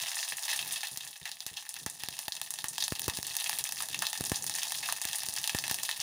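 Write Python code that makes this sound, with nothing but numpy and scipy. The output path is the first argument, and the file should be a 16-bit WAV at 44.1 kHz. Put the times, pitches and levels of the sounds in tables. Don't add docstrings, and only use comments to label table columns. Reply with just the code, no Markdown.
import sys
import numpy as np
from scipy import signal
from scipy.fft import rfft, irfft, next_fast_len
from scipy.io import wavfile
from scipy.ndimage import uniform_filter1d

SR = 44100
rng = np.random.default_rng(int(sys.argv[2]) if len(sys.argv) > 2 else 0)


def unload_wav(signal):
    wavfile.write(
        sys.argv[1],
        SR,
        np.round(np.clip(np.atleast_2d(signal).T, -1, 1) * 32767).astype(np.int16),
    )


def invert_db(level):
    return 10 ** (np.asarray(level, dtype=float) / 20)


N = 265482
EVENT_SAMPLES = 4096

# (time [s], peak [dB], bubble pitch [Hz], echo re crack [dB])
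POPS = [(0.06, -26, 2290, -6), (0.1168, -22.5, 2370, -14), (0.155, -21.5, 8000, -6),
        (0.1823, -21, 6240, -10), (0.2293, -24, 4220, 4), (0.287, -21.5, 9100, -7),
        (0.322, -24.5, 2400, -8.5), (0.515, -20.5, 3400, -12), (0.5299, -21, 2160, -6),
        (0.562, -24, 9380, -1), (0.5912, -20.5, 2900, -9.5), (0.7228, -22, 9450, -4.5),
        (0.759, -26, 3000, -1), (0.8323, -20, 2230, -10), (0.8708, -22, 3580, -15),
        (0.9739, -15, 6450, -27), (1.0075, -27, 3250, -12.5), (1.0678, -32, 2030, -20),
        (1.0755, -26, 3700, -14), (1.1627, -33, 2200, -20), (1.255, -24.5, 2140, -6.5),
        (1.277, -28.5, 3700, -14), (1.292, -28, 3500, -20), (1.316, -23.5, 3760, -13.5),
        (1.4052, -21.5, 3600, -19), (1.465, -17.5, 8000, -20.5), (1.57, -25, 3070, -6),
        (1.6915, -19.5, 8300, -14.5), (1.7413, -21.5, 8700, -28), (1.765, -27.5, 2000, -12.5),
        (1.8628, -13.5, 1690, -17), (1.8993, -20, 7600, -14), (2.036, -16.5, 2000, -27),
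        (2.0867, -15.5, 1990, -47), (2.1908, -16.5, 5900, -27), (2.2819, -15, 1880, -43),
        (2.3218, -20.5, 4520, -11), (2.3525, -21, 4220, -19), (2.366, -22, 5000, -33),
        (2.4154, -15, 4440, -26), (2.506, -16.5, 8650, -17.5), (2.539, -19.5, 6940, -17),
        (2.588, -21.5, 3550, -18.5), (2.6425, -16, 1400, -17), (2.6843, -16, 8150, -8),
        (2.733, -25, 6440, -30), (2.7814, -13, 3900, -20), (2.804, -22.5, 4140, 15),
        (2.8242, -13, 3900, -14.5), (2.8392, -16.5, 6500, -10), (2.8807, -14.5, 5760, -32),
        (2.9222, -19.5, 1310, -20), (2.953, -20.5, 4200, -16), (2.9952, -13.5, 7240, -39.5),
        (3.018, -16.5, 9600, -25), (3.0427, -21, 5800, -19), (3.0809, -12, 1200, -17),
        (3.098, -16, 3400, -20), (3.1718, -15.5, 6660, -26), (3.1873, -22, 1810, -36),
        (3.229, -18, 5300, -31), (3.268, -17.5, 8300, -19), (3.353, -17, 8900, -32),
        (3.3669, -11, 8640, -26), (3.4426, -12.5, 5100, -24), (3.461, -23.5, 2680, -4),
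        (3.4952, -11, 4930, -39), (3.53, -18.5, 1810, -21), (3.587, -14, 9600, -16),
        (3.6403, -12, 8360, -16.5), (3.691, -18, 6640, -40), (3.7229, -16.5, 7100, -26),
        (3.805, -17, 1200, -18), (3.823, -16.5, 9560, -18), (3.8872, -18, 4000, -25),
        (3.9450, -18, 2640, -13.5), (3.991, -15, 5400, -20), (4.022, -14.5, 1350, -13),
        (4.0525, -20, 3800, -10), (4.0679, -12.5, 4020, -19), (4.0987, -22.5, 9340, -12),
        (4.1307, -14, 6800, -24), (4.1762, -19.5, 4720, -30), (4.209, -16, 3000, -34),
        (4.2396, -14.5, 4700, -26), (4.2515, -18, 9000, -16), (4.258, -21, 5000, -14),
        (4.2968, -15, 6100, -18), (4.3178, -13.5, 1080, -19), (4.3578, -18, 6460, -12),
        (4.424, -19, 6840, -13), (4.4419, -16, 9640, -21), (4.4658, -16, 6700, -16),
        (4.4966, -13, 5640, -27), (4.5398, -18.5, 4200, -16.5), (4.5523, -15, 6700, -17.5),
        (4.5853, -21, 2400, -13), (4.6324, -14.5, 6360, -24), (4.721, -14.5, 6500, -38),
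        (4.829, -27.5, 2420, 9), (4.8883, -19, 1370, -10.5), (4.9245, -10, 7950, -27),
        (5.016, -16, 6000, -23), (5.0528, -12.5, 5500, -37), (5.1314, -14.5, 3020, -17),
        (5.156, -18, 9700, -7), (5.234, -19, 5300, -31), (5.264, -17, 6530, -26), (5.287, -12, 3060, -31),
        (5.3388, -16.5, 6000, -31), (5.364, -17.5, 4500, -16), (5.385, -16, 6200, -17.5),
        (5.441, -16.5, 2600, -14), (5.4757, -8.5, 3400, -29), (5.4953, -14.5, 2520, -15),
        (5.548, -14.5, 1530, -16), (5.5874, -14, 5510, -19), (5.6395, -20, 2250, -8),
        (5.68, -13, 3980, -30), (5.6982, -15.5, 1970, -15.5), (5.7123, -9.5, 2740, -30.5),
        (5.7437, -15, 9900, -18), (5.833, -15, 8000, -17), (5.891, -17.5, 1960, -11.5),
        (5.913, -18, 3320, -16), (5.962, -28, 6580, -22), (6.002, -15, 5400, -16)]
# (time [s], peak [dB])
PUFFS = [(0.974, -46), (1.4642, -42), (1.8645, -29.5), (2.0358, -41), (2.0862, -37), (2.2806, -37.5),
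         (2.6418, -37.5), (2.9222, -21.5), (3.0811, -21), (3.0835, -25), (3.1877, -30.5), (4.2084, -24),
         (4.3182, -18), (5.0538, -38), (5.2868, -38), (5.5483, -22), (5.7128, -30.5)]
# (time [s], spits of the sizzle before the pot rings [dB], room murmur before wavering [dB])
FRYING_LEVELS = [(0.0, -39.5, -71), (0.33, -40.5, -86), (0.57, -38, -64.5), (1.27, -52, -74.5),
                 (2.091, -48, -70), (2.74, -49, -69), (2.85, -46.5, -62), (3.45, -41, -62.5),
                 (4.11, -44, -58), (4.92, -40, -62), (5.005, -46.5, -69), (5.03, -40.5, -65.5),
                 (6.02, -40.5, -64)]
# (centre [Hz], width, at least 25 in use [Hz], gain [dB])
POT_RESONANCES = [(674, 211, 12.5), (808, 49, 9), (1702, 128, 11), (860, 18, 6), (1810, 41, 12.5),
                  (2600, 83, 9.5), (3245, 70, 1), (3638, 63, 0)]
# (frequency [Hz], gain [dB])
POT_COLOUR = [(250, -47), (520, -18), (700, -9), (1400, -11.5), (2200, -14), (3700, -4.5), (6470, -1),
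              (7920, -5.5), (9620, 2.5), (13500, -10), (15200, 0.5), (16100, -24)]
# (frequency [Hz], gain [dB])
KITCHEN_COLOUR = [(30, -30), (75, -12), (130, 0), (250, -8), (500, -12.5), (900, -35)]


def unit(x):
    return x / np.sqrt(np.mean(x ** 2))


def shape(points, size):
    hz, db = np.transpose(points)
    log_hz = np.log(np.fft.rfftfreq(size, 1 / SR) + 1)
    cepstrum = irfft(np.log(invert_db(np.interp(log_hz, np.log(hz), db))))
    cepstrum[1:size // 2] *= 2
    cepstrum[size // 2 + 1:] = 0
    return np.exp(rfft(cepstrum))


def coloured_noise(points):
    size = next_fast_len(N)
    spectrum = rfft(rng.standard_normal(size)) * np.abs(shape(points, size))
    return unit(irfft(spectrum, size)[:N])


def ring(x, centre_hz, width_hz):
    return signal.lfilter(*signal.iirpeak(centre_hz, centre_hz / width_hz, SR), x)


def place(time_s, sounds):
    out = np.zeros(N + sounds.shape[1])
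    starts = np.clip(time_s * SR, 0, N - 1).astype(int)
    for start, sound in zip(starts, sounds):
        out[start:start + len(sound)] += sound
    return out[:N]


def walk(rate_hz):
    hold = int(SR / rate_hz)
    steps = np.repeat(rng.standard_normal(N // hold + 1), hold)
    return unit(uniform_filter1d(uniform_filter1d(steps, hold), hold)[:N])


def bursts(time_s, peak_db, pitch_hz, echo_db, size, crack_s=0.00025, splash_s=0.003, echo_t60_s=0.17):
    t = np.arange(size) / SR
    f = np.fft.rfftfreq(size, 1 / SR) + 1
    pitch_hz, echo_db = pitch_hz[:, None], echo_db[:, None]
    noise = rng.standard_normal((len(time_s), size), dtype=np.float32)
    noise[:, 0] = 2.5
    wet = np.clip(1.73 + echo_db / 17, 0, 1)
    crack_fall = np.exp(-t / crack_s)
    splash_fall = invert_db(-10 - 7.9 * (1 - wet)) * np.exp(-t / splash_s)
    echo_fall = invert_db(echo_db - 60 * t / echo_t60_s)
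    fall = crack_fall + splash_fall + echo_fall
    sharpness = 0.22 + 2.24 * wet
    bubble = 1 / (1 + 1j * sharpness * (f / pitch_hz - pitch_hz / f))
    tune = 0.11 + 0.79 * (1 - wet) + bubble
    needle = 1.8 * (1.2 - wet) * f / 10000
    sounds = irfft((rfft(noise * fall) * tune + needle) * shape(POT_COLOUR, size))
    return place(time_s, sounds * (invert_db(peak_db) / np.abs(sounds).max(axis=1))[:, None])


def sizzle(rate_hz=190, mean_db=5.0, tallest_db=5.5, hiss_db=-9):
    time_s = np.cumsum(rng.exponential(1, 2400)) / rate_hz
    time_s = time_s[time_s < N / SR]
    size_draw, pitch_draw, echo_draw = rng.random((len(time_s), 3)).T
    cluster = walk(25.04)
    size_db = np.minimum(-mean_db * np.log(size_draw + 1e-9), tallest_db)
    size_db = size_db + 0.7 * cluster[(time_s * SR).astype(int)]
    pitch_hz = 2000 * invert_db(16.25 * pitch_draw)
    spits = bursts(time_s, size_db, pitch_hz, -23 + 13 * echo_draw, size=EVENT_SAMPLES // 2)
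    hiss = coloured_noise(POT_COLOUR)
    return unit(spits) + invert_db(hiss_db + 1.8 * cluster) * hiss


def pot(sound):
    rings = sum(invert_db(db) * ring(sound, hz, max(width_hz, 25.)) for hz, width_hz, db in POT_RESONANCES)
    return signal.sosfilt(signal.butter(4, 560, "high", fs=SR, output="sos"), rings)


def kitchen(murmur_db):
    waver_db = np.minimum(6.5 * walk(12), 5.5)
    return coloured_noise(KITCHEN_COLOUR) * invert_db(murmur_db + waver_db)


def thuds(first_s=.017, gap_s=.2985, peak_db=-50, scatter_db=2, rise_s=.005, t60_s=.13):
    time_s = np.arange(first_s, N / SR, gap_s)
    db = peak_db + scatter_db * rng.standard_normal(len(time_s))
    t = np.arange(2 * EVENT_SAMPLES) / SR
    envelope = (1 - np.exp(-t / rise_s)) * invert_db(-60 * t / t60_s)
    noise = rng.standard_normal((len(time_s), len(t))) * envelope
    body = ring(noise, 138., 35.) + invert_db(-16) * ring(noise, 310., 160.) + invert_db(-12) * ring(noise, 85., 40.)
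    return place(time_s, body * (invert_db(db) / np.abs(body).max(axis=1))[:, None])


def hush(time_s, over_db, ramp_s=0.022, start_db=22, slope_db_per_db=0.52):
    t = np.arange(EVENT_SAMPLES // 2) / SR
    to_pop_s = t[-1] - t
    dip = np.clip(1 - np.abs(to_pop_s) / ramp_s, 0, 1) * (t < t[-1] - .0005)
    depth_db = slope_db_per_db * np.maximum(over_db - start_db, 0)
    return invert_db(place(np.maximum(time_s - t[-1], 0), -depth_db[:, None] * dip))


def puffs(width_s=0.00044, cut_hz=75, damping=0.49):
    time_s, peak_db = np.transpose(PUFFS)
    t = np.arange(EVENT_SAMPLES) / SR
    suck = -t / width_s * np.exp(-t / width_s)
    w = 2 * np.pi * cut_hz
    swing = signal.lfilter(*signal.bilinear([1, 0, 0], [1, 2 * damping * w, w * w], SR), suck)
    swing = signal.sosfilt(signal.butter(1, 40, "high", fs=SR, output="sos"), swing)
    return place(time_s, invert_db(peak_db)[:, None] * swing / np.abs(swing).max())


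def scene():
    level_s, *levels = np.transpose(FRYING_LEVELS)
    fry_db, murmur_db = (np.interp(np.arange(N) / SR, level_s, level) for level in levels)
    time_s, peak_db, pitch_hz, echo_db = np.transpose(POPS)
    pops = bursts(time_s, peak_db, pitch_hz, echo_db, size=EVENT_SAMPLES)
    frying = sizzle() * invert_db(fry_db) + pops
    over_db = peak_db - fry_db[(time_s * SR).astype(int)]
    mono = (frying + pot(frying)) * hush(time_s, over_db)
    mono = mono + kitchen(murmur_db) + thuds() + puffs()
    return np.array([mono, mono])


def low_pass(x):
    return signal.sosfilt(signal.butter(12, 17110, fs=SR, output="sos"), x)


def record(dry):
    dry = .3 * np.tanh(dry / .3)
    dry = signal.sosfilt(signal.ellip(8, .3, 50, 15900, fs=SR, output="sos"), dry)
    treble = signal.sosfilt(signal.ellip(8, .5, 70, 4300, "high", fs=SR, output="sos"), dry[0])
    kernel = unit(rng.standard_normal(512)) / np.sqrt(512)
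    blur = signal.fftconvolve(treble, kernel)[:N]
    flicker_db = np.minimum(10.0 * walk(45), 2)
    side = blur * invert_db(-15.5 + flicker_db)
    return low_pass(dry + side * np.array([[1], [-1]]))


dry = scene()
out = record(dry)
unload_wav(out)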